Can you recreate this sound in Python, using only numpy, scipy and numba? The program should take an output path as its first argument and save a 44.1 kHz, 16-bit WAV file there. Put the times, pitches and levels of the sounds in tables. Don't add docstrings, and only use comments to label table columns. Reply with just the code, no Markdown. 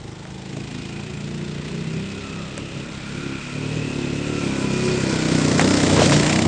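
import sys
import numpy as np
from scipy import signal
from scipy.io import wavfile
from scipy.ndimage import uniform_filter1d
from numba import njit

SR = 44100
rng = np.random.default_rng(int(sys.argv[2]) if len(sys.argv) > 2 else 0)


def linear_from_db(decibels):
    return 10 ** (np.asarray(decibels, float) / 20)


def dump(signal):
    limited = np.clip(np.atleast_2d(signal).T, -1, 1)
    pcm = np.round(limited * 32767).astype(np.int16)
    wavfile.write(sys.argv[1], SR, pcm)


N = 285327

# (time [s], nearness [dB], level of the fins turned this way [dB],
# share of the hiss that comes in puffs [0-1])
FACING = [(0, -3, -13, 0.44), (.7, 1, -2, 0.61), (1.5, 1, -0.5, 0.53), (2.0, 2, 2, 0.48),
          (2.5, 1, -0.5, 0.43), (3.3, 3, 3, 0.3), (3.7, 5.5, 4, 0.27), (4.2, 7, 4, 0.3), (4.5, 11, 5, 0.1),
          (4.9, 13.5, 4.5, 0.36), (5.4, 18, -1.5, 0.39), (5.7, 20.5, -10, 0.55), (5.95, 22, 1, 0.34),
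          (6.15, 22, -7, 0.35), (6.3, 22.5, 1.5, 0.55), (6.47, 18, -17, 0.72)]
# (time [s], growl centre [Hz], growl level [dB],
# casing level [dB], valve gear level [dB])
SIDES = [(0, 823, 1, -4, -4), (.7, 767, -2, -0.5, 1.5), (1.3, 653, -3, -0.5, 1), (1.8, 560, -3.5, 1, 0),
         (2.3, 560, 0, 0, 5), (2.9, 560, 0, -1, 6.5), (3.3, 520, -3, -0.5, 10), (3.7, 523, 0, -1, 4),
         (4.3, 507, 0.5, -2, 8.5), (4.7, 510, 0, -2, 9), (5.2, 500, 1, -2, 10.5), (5.7, 560, 1.5, -1.5, 12),
         (6.1, 580, 2, 0, -4), (6.47, 710, 1, -1, -6)]
FIRING_START = -0.09


@njit
def svf(x, hz, width):
    y, b, l, pi_sr = np.empty(len(x)), 0., 0., np.pi / SR
    for i in range(len(x)):
        g, k = np.tan(pi_sr * hz[i]), width / hz[i]
        v = (b + g * (x[i] - l)) / (1 + g * (g + k))
        b, l, y[i] = 2 * v - b, l + 2 * g * v, k * v
    return y


def svf_band(x, hz, width):
    if np.ndim(hz):
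        return svf(x, 1. * hz, 1. * width)
    g, k = np.tan(np.pi * hz / SR), width / hz
    feedback = [1 + g * (g + k), 2 * (g * g - 1), 1 + g * (g - k)]
    return signal.lfilter([k * g, 0, -k * g], feedback, x)


def noise_band(hz, width):
    return svf_band(rng.standard_normal(N), hz, width)


def unit(x):
    return x / np.sqrt(np.mean(x ** 2))


def curve(table):
    s, *columns = np.transpose(table)
    return [np.interp(np.arange(N) / SR, s, c) for c in columns]


def walk(rate):
    k = int(SR / rate)
    held = np.repeat(rng.standard_normal(N // k + 1), k)
    return 1.424 * uniform_filter1d(uniform_filter1d(held, k), k)[:N]


def late(x, ms):
    return np.interp(np.arange(N) - ms * SR / 1000, np.arange(N), x, left=0)


def coloured(modes):
    return unit(sum(linear_from_db(db + 1.06 * walk(30)) * unit(noise_band(hz, width)) for hz, width, db in modes))


def spans(table, fade_s):
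    t = np.arange(N) / SR
    return [linear_from_db(db) * np.clip(np.minimum(t - s, s + length - t) / fade_s + .5, 0, 1)
            for s, length, db, *_ in table]


def heard(base_db, slope):
    near_db = curve(FACING)[0]
    return linear_from_db(base_db + slope * near_db)


def rumble_floor():
    hz, width = 65.3, 30.
    return linear_from_db(-47.5) * unit(svf_band(noise_band(hz, width), hz, width))


def rattles():
    # (start [s], length [s], level [dB], centre [Hz])
    clatter = [(5.593, 0.037, -26, 1500), (5.955, 0.082, -21, 596), (6.01, 0.064, -24, 3450),
               (6.119, 0.03, -23, 3000)]
    breadth = 0.93
    return sum(gain * unit(noise_band(row[3], breadth * row[3]))
               for gain, row in zip(spans(clatter, 0.013), clatter))


def knocks():
    # (time [s], thud level [dB], thud frequency [Hz], snap level [dB], crack level [dB])
    impacts = [(.252, -34, 627, -31, -39), (.568, -28.5, 625, -36, -38), (2.578, -26, 559, -26.5, -21.5),
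               (5.595, -13, 740, -9, -12.5), (5.612, -17.5, 848.6, -16, -10.5),
               (5.623, -14.5, 474, -25, -24.5), (5.993, -5, 458, -18, -24), (6.019, -7, 617.7, -25, -23),
               (6.059, -23, 513, -14, -16.5), (6.121, -16, 984, -11, -22), (6.139, -15.5, 560, -35, -25.5)]
    snap_hz, crack_hz = 1600., 7100.
    out, t = np.zeros(N + SR), np.arange(int(.06 * SR)) / SR
    for s, db, hz, snap_db, crack_db in impacts:
        noise = rng.standard_normal((2, len(t)))
        snap = unit(svf_band(svf_band(noise[0], snap_hz, 1500.), snap_hz, 1500.))
        crack = unit(svf_band(svf_band(noise[1], crack_hz, 3500.), crack_hz, 3500.))
        hit = linear_from_db(db) * np.sin(2 * np.pi * hz * t) * np.exp(-t / .0061)
        hit += linear_from_db(snap_db) * snap * np.exp(-t / .0022)
        hit += linear_from_db(crack_db) * crack * np.exp(-t / .0010)
        out[int(s * SR):][:len(t)] += hit
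    return out[:N]


def rasp():
    # (start [s], length [s], level [dB], starting centre [Hz], rise [Hz/s], fade [s])
    swings = [(2.52, .3, -47, 2740, 50, .06), (4.803, 0.92, -42.5, 4400, 600, 0.25)]
    t = np.arange(N) / SR
    out = 0
    for s, length, db, hz, rise, fade_s in swings:
        gain = spans([(s, length, db)], fade_s)[0]
        centre = hz + rise * np.clip(t - s, 0, length)
        out = out + gain * linear_from_db(1.5 * walk(30)) * unit(noise_band(centre, hz / 10))
    return out


def ring_tones():
    # covers, those at 1341 and 1480 Hz and near 2.4 kHz from valve gear and fins
    rings = [(4.328, .13, -43, 1341), (4.421, 0.16, -48, 989), (4.517, 0.11, -43, 1480),
             (4.584, 0.35, -41, 997), (4.699, .22, -40, 2454), (4.944, 0.083, -41, 1950),
             (5.07, 0.089, -40.5, 981), (5.088, 0.064, -38, 2395)]
    out = 0
    for gain, row in zip(spans(rings, 0.077), rings):
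        hz = row[3] * (1 + .009 * walk(30))
        tone = np.sin(2 * np.pi * np.cumsum(hz) / SR)
        out = out + np.sqrt(2) * gain * linear_from_db(1.4 * walk(40)) * tone
    return out


def firings(hz):
    wobble_ms, scatter_db = 0.24, 1.7
    phase = FIRING_START + np.cumsum(hz) / SR
    at = np.flatnonzero(np.diff(np.floor(phase), prepend=-1))
    shift, strength = rng.standard_normal((2, len(at)))
    at = np.clip(at + wobble_ms * SR / 1000 * shift, 0, N - 1).astype(int)
    pulses = np.zeros(N)
    pulses[at] = linear_from_db(scatter_db * strength) / np.sqrt(hz[at])
    return pulses


def puffs(pulses, width_ms, late_ms):
    t = np.arange(int(.04 * SR)) * 1000 / SR
    shape = (t / width_ms) ** 5 * np.exp(-t / width_ms)
    flow = signal.fftconvolve(pulses, shape)[:N]
    centred = np.roll(flow, -np.argmax(shape))
    return unit(late(centred, late_ms))


def gear():
    gear_db = curve(SIDES)[3]
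    band = unit(noise_band(1399 + 40.0 * walk(2.97), 110.0))
    return heard(-55.5, 0.42) * linear_from_db(gear_db + 1.8 * walk(4.31)) * band


def whine(gate):
    # (time [s], frequency [Hz])
    fin_path = [(0, 2510), (.9, 2495), (1.3, 2480), (1.7, 2550), (2.2, 2499), (2.65, 2530), (3.0, 2390),
                (3.4, 2480), (3.7, 2550), (4.3, 2570), (4.5, 2410), (4.9, 2450), (5.15, 2350), (6.47, 2430)]
    fins_db, path_hz = curve(FACING)[1], curve(fin_path)[0]
    strands = 0
    for above_hz, db in [(0, 0.5), (210, -6)]:  # (offset above the path [Hz], level [dB])
        centre = path_hz + above_hz + 25 * walk(4.4)
        strands = strands + linear_from_db(db + 1.97 * walk(2.945)) * noise_band(centre, 160.0)
    return heard(-46.5, 0.54) * linear_from_db(fins_db) * unit(gate ** 0.54 * strands)


def casing(gate, valves):
    # (centre [Hz], bandwidth [Hz], relative level [dB])
    covers = [(964, 310, -5.5), (1450, 710, -7), (1990, 310, -3), (3000, 540, -6.5), (3580, 1360, -0.5)]
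    casing_db = curve(SIDES)[2]
    return heard(-42.5, 0.68) * linear_from_db(casing_db) * unit(gate ** 0.85 * valves * coloured(covers))


def gas(gate, valves):
    # (centre [Hz], bandwidth [Hz], relative level [dB])
    hiss_bands = [(4350, 750, -5.5), (5200, 1500, 6), (6570, 920, 0), (7310, 250, 0.5), (8700, 2240, 3)]
    flicker = linear_from_db(0.91 * walk(30))
    return heard(-50, 1) * unit(gate ** 0.87 * valves * flicker * coloured(hiss_bands))


def growl(pulses):
    # (centre [Hz], bandwidth [Hz], relative level [dB])
    growl_bands = [(560, 86, 3), (973, 180, -2.5)]
    growl_hz, growl_db, _, _ = curve(SIDES)
    edge = unit(sum(linear_from_db(db) * svf_band(pulses, hz, width) for hz, width, db in growl_bands))
    moving = unit(noise_band(growl_hz, 150.0))
    mixed = unit(linear_from_db(-4.0) * coloured(growl_bands) + moving + linear_from_db(-27.0) * edge)
    return heard(-46.5, 0.88) * linear_from_db(growl_db) * mixed


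def bark():
    # (centre [Hz], bandwidth [Hz], relative level [dB])
    bark_bands = [(133, 76, -2.5), (238, 51, -9.5), (416, 90, -6)]
    return linear_from_db(-15) * coloured(bark_bands)


def pop(even):
    share = curve(FACING)[2]
    pop_hz, ting_hz = 2220., 5140.
    low = unit(svf_band(svf_band(even, pop_hz + 200. * walk(23), 900.), pop_hz, 1600.))
    high = unit(svf_band(svf_band(even, ting_hz + 490. * walk(20), 700.), ting_hz, 1800.))
    low = heard(-62.5, 1.46) * linear_from_db(2.5 * walk(30)) * low
    high = heard(-68, 1.46) * linear_from_db(3.2 * walk(15)) * high
    return share * (low + high)


def crack(pulses):
    share = curve(FACING)[2]
    band = unit(noise_band(1010 + 1610 * share, 700.))
    return heard(-59, 1.465) * share * puffs(pulses, 1.0, 0.37) * band


def thump(pulses):
    return heard(-53.5, 0.4) * unit(svf_band(svf_band(pulses, 35.0, 23.0), 35.0, 23.0))


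def singing(hz):
    # (time [s], tailpipe resonance [multiple of firing rate], level against exhaust [dB],
    # muffler resonance [multiple of firing rate], level against exhaust [dB])
    sung = [(0, 12, -18, 5.6, -3), (.3, 12.5, -18, 6.1, -5), (.5, 12.6, -15, 6.1, -17),
            (.75, 11.8, -14.5, 9.1, -6), (.95, 12, -9.5, 7.9, -10), (1.1, 12.8, -6.5, 7.4, -5),
            (1.35, 12.2, -10.5, 7.8, -5.5), (1.55, 11.4, -11.5, 6.5, -2), (1.7, 13.3, -14, 7, -4),
            (1.9, 12.3, -5.5, 6.7, -3), (2.1, 11.7, -12, 6, -5.5), (2.3, 12.5, -12.5, 5.5, -9.5),
            (2.5, 9.4, -11.5, 5.7, -4), (2.9, 9.5, -12.5, 5.5, 0), (3.1, 9.5, -11.5, 6.7, -14),
            (3.3, 10.1, -5, 8.2, -6), (3.5, 9.6, -12, 6.7, -11.5), (3.7, 9.5, -9.5, 7.2, -10.5),
            (3.9, 9.6, -7.5, 7.4, -8), (4.3, 10, -9, 7.72, -8), (4.6, 10.4, -2.5, 7.6, -8),
            (4.9, 10.96, 1.5, 6.63, -2.5), (5.15, 10.05, -6, 6.26, -6), (5.35, 9.2, -6, 7.65, -13),
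            (5.55, 8.58, -5, 4.87, -3.5), (5.85, 8.8, -10, 4.86, -2.5), (6.1, 9.54, -7.5, 5.83, -3),
            (6.3, 9.86, -7.5, 6.56, -4.5), (6.47, 9.8, -9, 6.64, -6)]
    spread, late_ms = 0.52, 3.915
    high, high_db, low, low_db = curve(sung)
    turn = 2 * np.pi * late(FIRING_START + np.cumsum(hz) / SR, late_ms)
    out = 0
    for k in np.arange(3, 16):
        gain = linear_from_db(high_db) * np.exp(-((k - high) / spread) ** 2)
        gain = gain + linear_from_db(low_db) * np.exp(-((k - low) / spread) ** 2)
        out = out + np.sqrt(2) * gain * np.cos(k * turn)
    return out


def muffler(pulses, aim):
    # (centre [Hz], bandwidth of the dying part [Hz], delay [ms], relative level [dB],
    # gain as the tailpipe turns this way [dB])
    chambers = [(92, 73, 0.79, -11.5, -4.5), (146.7, 55, 0.31, -4, -3), (188.8, 44, 1.575, -4.5, -1.5),
                (243, 186, 4.33, -13.5, 9.5), (339.6, 39, 5.21, -17, 4.5), (420, 146, 4.92, -13, -1.5)]
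    out = 0
    for hz, width, ms, db, aim_db in chambers:
        swell = svf_band(pulses[::-1].copy(), hz, 0.94 * width)[::-1].copy()
        note = unit(late(svf_band(swell, hz, width), ms))
        wander_db = 1.5 * walk(5.)
        out = out + linear_from_db(db + aim_db * aim + wander_db) * note
    return out


def yard(x, walls, trees_db):
    # (lag [ms], drift of the lag [ms], relative level [dB])
    tree_paths = [(18.71, 0.39, -0.5), (44.09, 0.51, 1), (69.9, 0.39, -5.5)]
    soft = signal.lfilter(*signal.butter(1, 866.0, fs=SR), x)
    trees = unit(sum(linear_from_db(db) * late(soft, ms + drift * walk(0.6277)) for ms, drift, db in tree_paths))
    trees = linear_from_db(trees_db) * trees * np.std(x)
    power = 1 + linear_from_db(2 * trees_db) + sum(linear_from_db(2 * db) for ms, db in walls)
    return (x + trees + sum(linear_from_db(db) * late(soft, ms) for ms, db in walls)) / np.sqrt(power)


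def exhaust(pulses):
    # (time [s], lag [ms], level [dB], tailpipe turned this way [0-1])
    house = [(0, 8.3, 2.5, 0.2), (.6, 8.9, -11, 0.2), (1.1, 7.7, -20, 0.53), (1.5, 6.4, -8.5, 0.09),
             (1.85, 4.7, -10, 0.6), (2.05, 9.5, -4, 0.3), (2.25, 10.9, -4, 0), (2.45, 13.5, -9, 0.3),
             (2.65, 20, 2, 0.6), (2.75, 19.5, 0, 0.6), (2.95, 27.3, -4, 0.8), (3.05, 28.4, -5, 0.3),
             (3.25, 25, -20, 0.9), (3.45, 35, -13, 0.64), (3.75, 35.3, -19, 0.18), (4.0, 35.6, -16, 0.8),
             (4.35, 36, -18, 0.63), (4.6, 36.4, -17, 1), (4.9, 37, -12, 0.3), (5.15, 39.8, -17, 0.9),
             (5.5, 42.2, -8.5, 0.9), (5.8, 40.8, -16, 0.9), (6.0, 42.6, 0, 0.5), (6.2, 39, -4, 0.3),
             (6.47, 41, 0, 0.7)]
    # (time [s], lag [ms], level [dB])
    shed = [(0, 16.3, -6), (.35, 15.6, 0), (.7, 14.3, -3), (1.1, 14.2, -5), (1.4, 12.9, 0), (1.7, 14, 2),
            (1.95, 14.2, -26.5), (5.0, 13.1, -22), (5.3, 13.2, -20), (5.7, 10.8, -14), (6.0, 12.34, -6),
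            (6.25, 13.2, -20), (6.47, 12, -4)]
    wall_ms, wall_db, aim = curve(house)
    return yard(muffler(pulses, aim), [(wall_ms, wall_db), curve(shed)], -1 - 8.5 * aim)


def engine():
    # (time [s], firing rate [Hz], exhaust level [dB])
    ride = [(0.0, 26.1, -33.5), (0.2, 26.4, -35.5), (0.45, 26.58, -34.5), (0.55, 27.46, -30),
            (0.63, 27.95, -32.0), (0.72, 27.5, -32), (0.82, 27.9, -31.5), (0.95, 28.02, -31),
            (1.04, 29.52, -30.5), (1.13, 27.7, -30), (1.22, 29.3, -30.1), (1.3, 28.93, -30),
            (1.45, 29.64, -29), (1.6, 29.5, -28), (1.72, 31.13, -28), (1.82, 32, -29), (1.98, 32.17, -28),
            (2.07, 32.96, -29), (2.27, 33.7, -28.5), (2.41, 32.12, -31.5), (2.5, 33.4, -32),
            (2.59, 34.78, -31), (2.68, 33.84, -30.2), (2.77, 34.95, -29), (2.92, 34.7, -30.5),
            (3.08, 33.97, -31.5), (3.19, 36.2, -30), (3.33, 32.77, -30), (3.41, 34.63, -33),
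            (3.52, 35.4, -29.5), (3.62, 36.95, -26), (3.78, 38.3, -25.5), (3.96, 35.13, -26.5),
            (4.07, 35.04, -26), (4.27, 36.24, -25), (4.38, 36.2, -24.0), (4.5, 33.45, -25),
            (4.6, 33.7, -24.5), (4.72, 32.66, -23.0), (4.83, 33.43, -25.5), (5.06, 33.0, -21.5),
            (5.15, 31.85, -22.5), (5.3, 30.9, -19.5), (5.53, 30.14, -18), (5.64, 31.54, -16.5),
            (5.77, 31.84, -16.5), (5.95, 30.8, -16.5), (6.16, 29.1, -17), (6.22, 29.48, -17),
            (6.31, 31.8, -19.5), (6.47, 32.57, -15.5)]
    hz, exhaust_db = curve(ride)
    share = curve(FACING)[2]
    pulses = firings(hz)
    even = np.sign(pulses) / np.sqrt(hz)
    gate = np.sqrt(1 - share + share * puffs(even, 2.15, 0.1) ** 2)
    valves = np.sqrt(1 + 0.14 * puffs(even, 0.31, 13.17) ** 2)
    noise = gear() + whine(gate) + casing(gate, valves) + gas(gate, valves) + growl(pulses)
    beats = pop(even) + crack(pulses) + thump(pulses)
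    notes = linear_from_db(exhaust_db) * (bark() + singing(hz) + exhaust(pulses))
    return noise + beats + notes


def scene():
    background = rumble_floor() + rattles() + knocks() + rasp() + ring_tones()
    return (background + engine())[None]


def band_limit(x):
    return signal.sosfilt(signal.butter(12, 10400, fs=SR, output="sos"), x)


def record(dry):
    x = signal.sosfilt(signal.butter(2, 25., "high", fs=SR, output="sos"), dry)
    x = signal.sosfilt(signal.butter(13, 8650, fs=SR, output="sos"), x)
    return band_limit(x)


dry = scene()
out = record(dry)
dump(out)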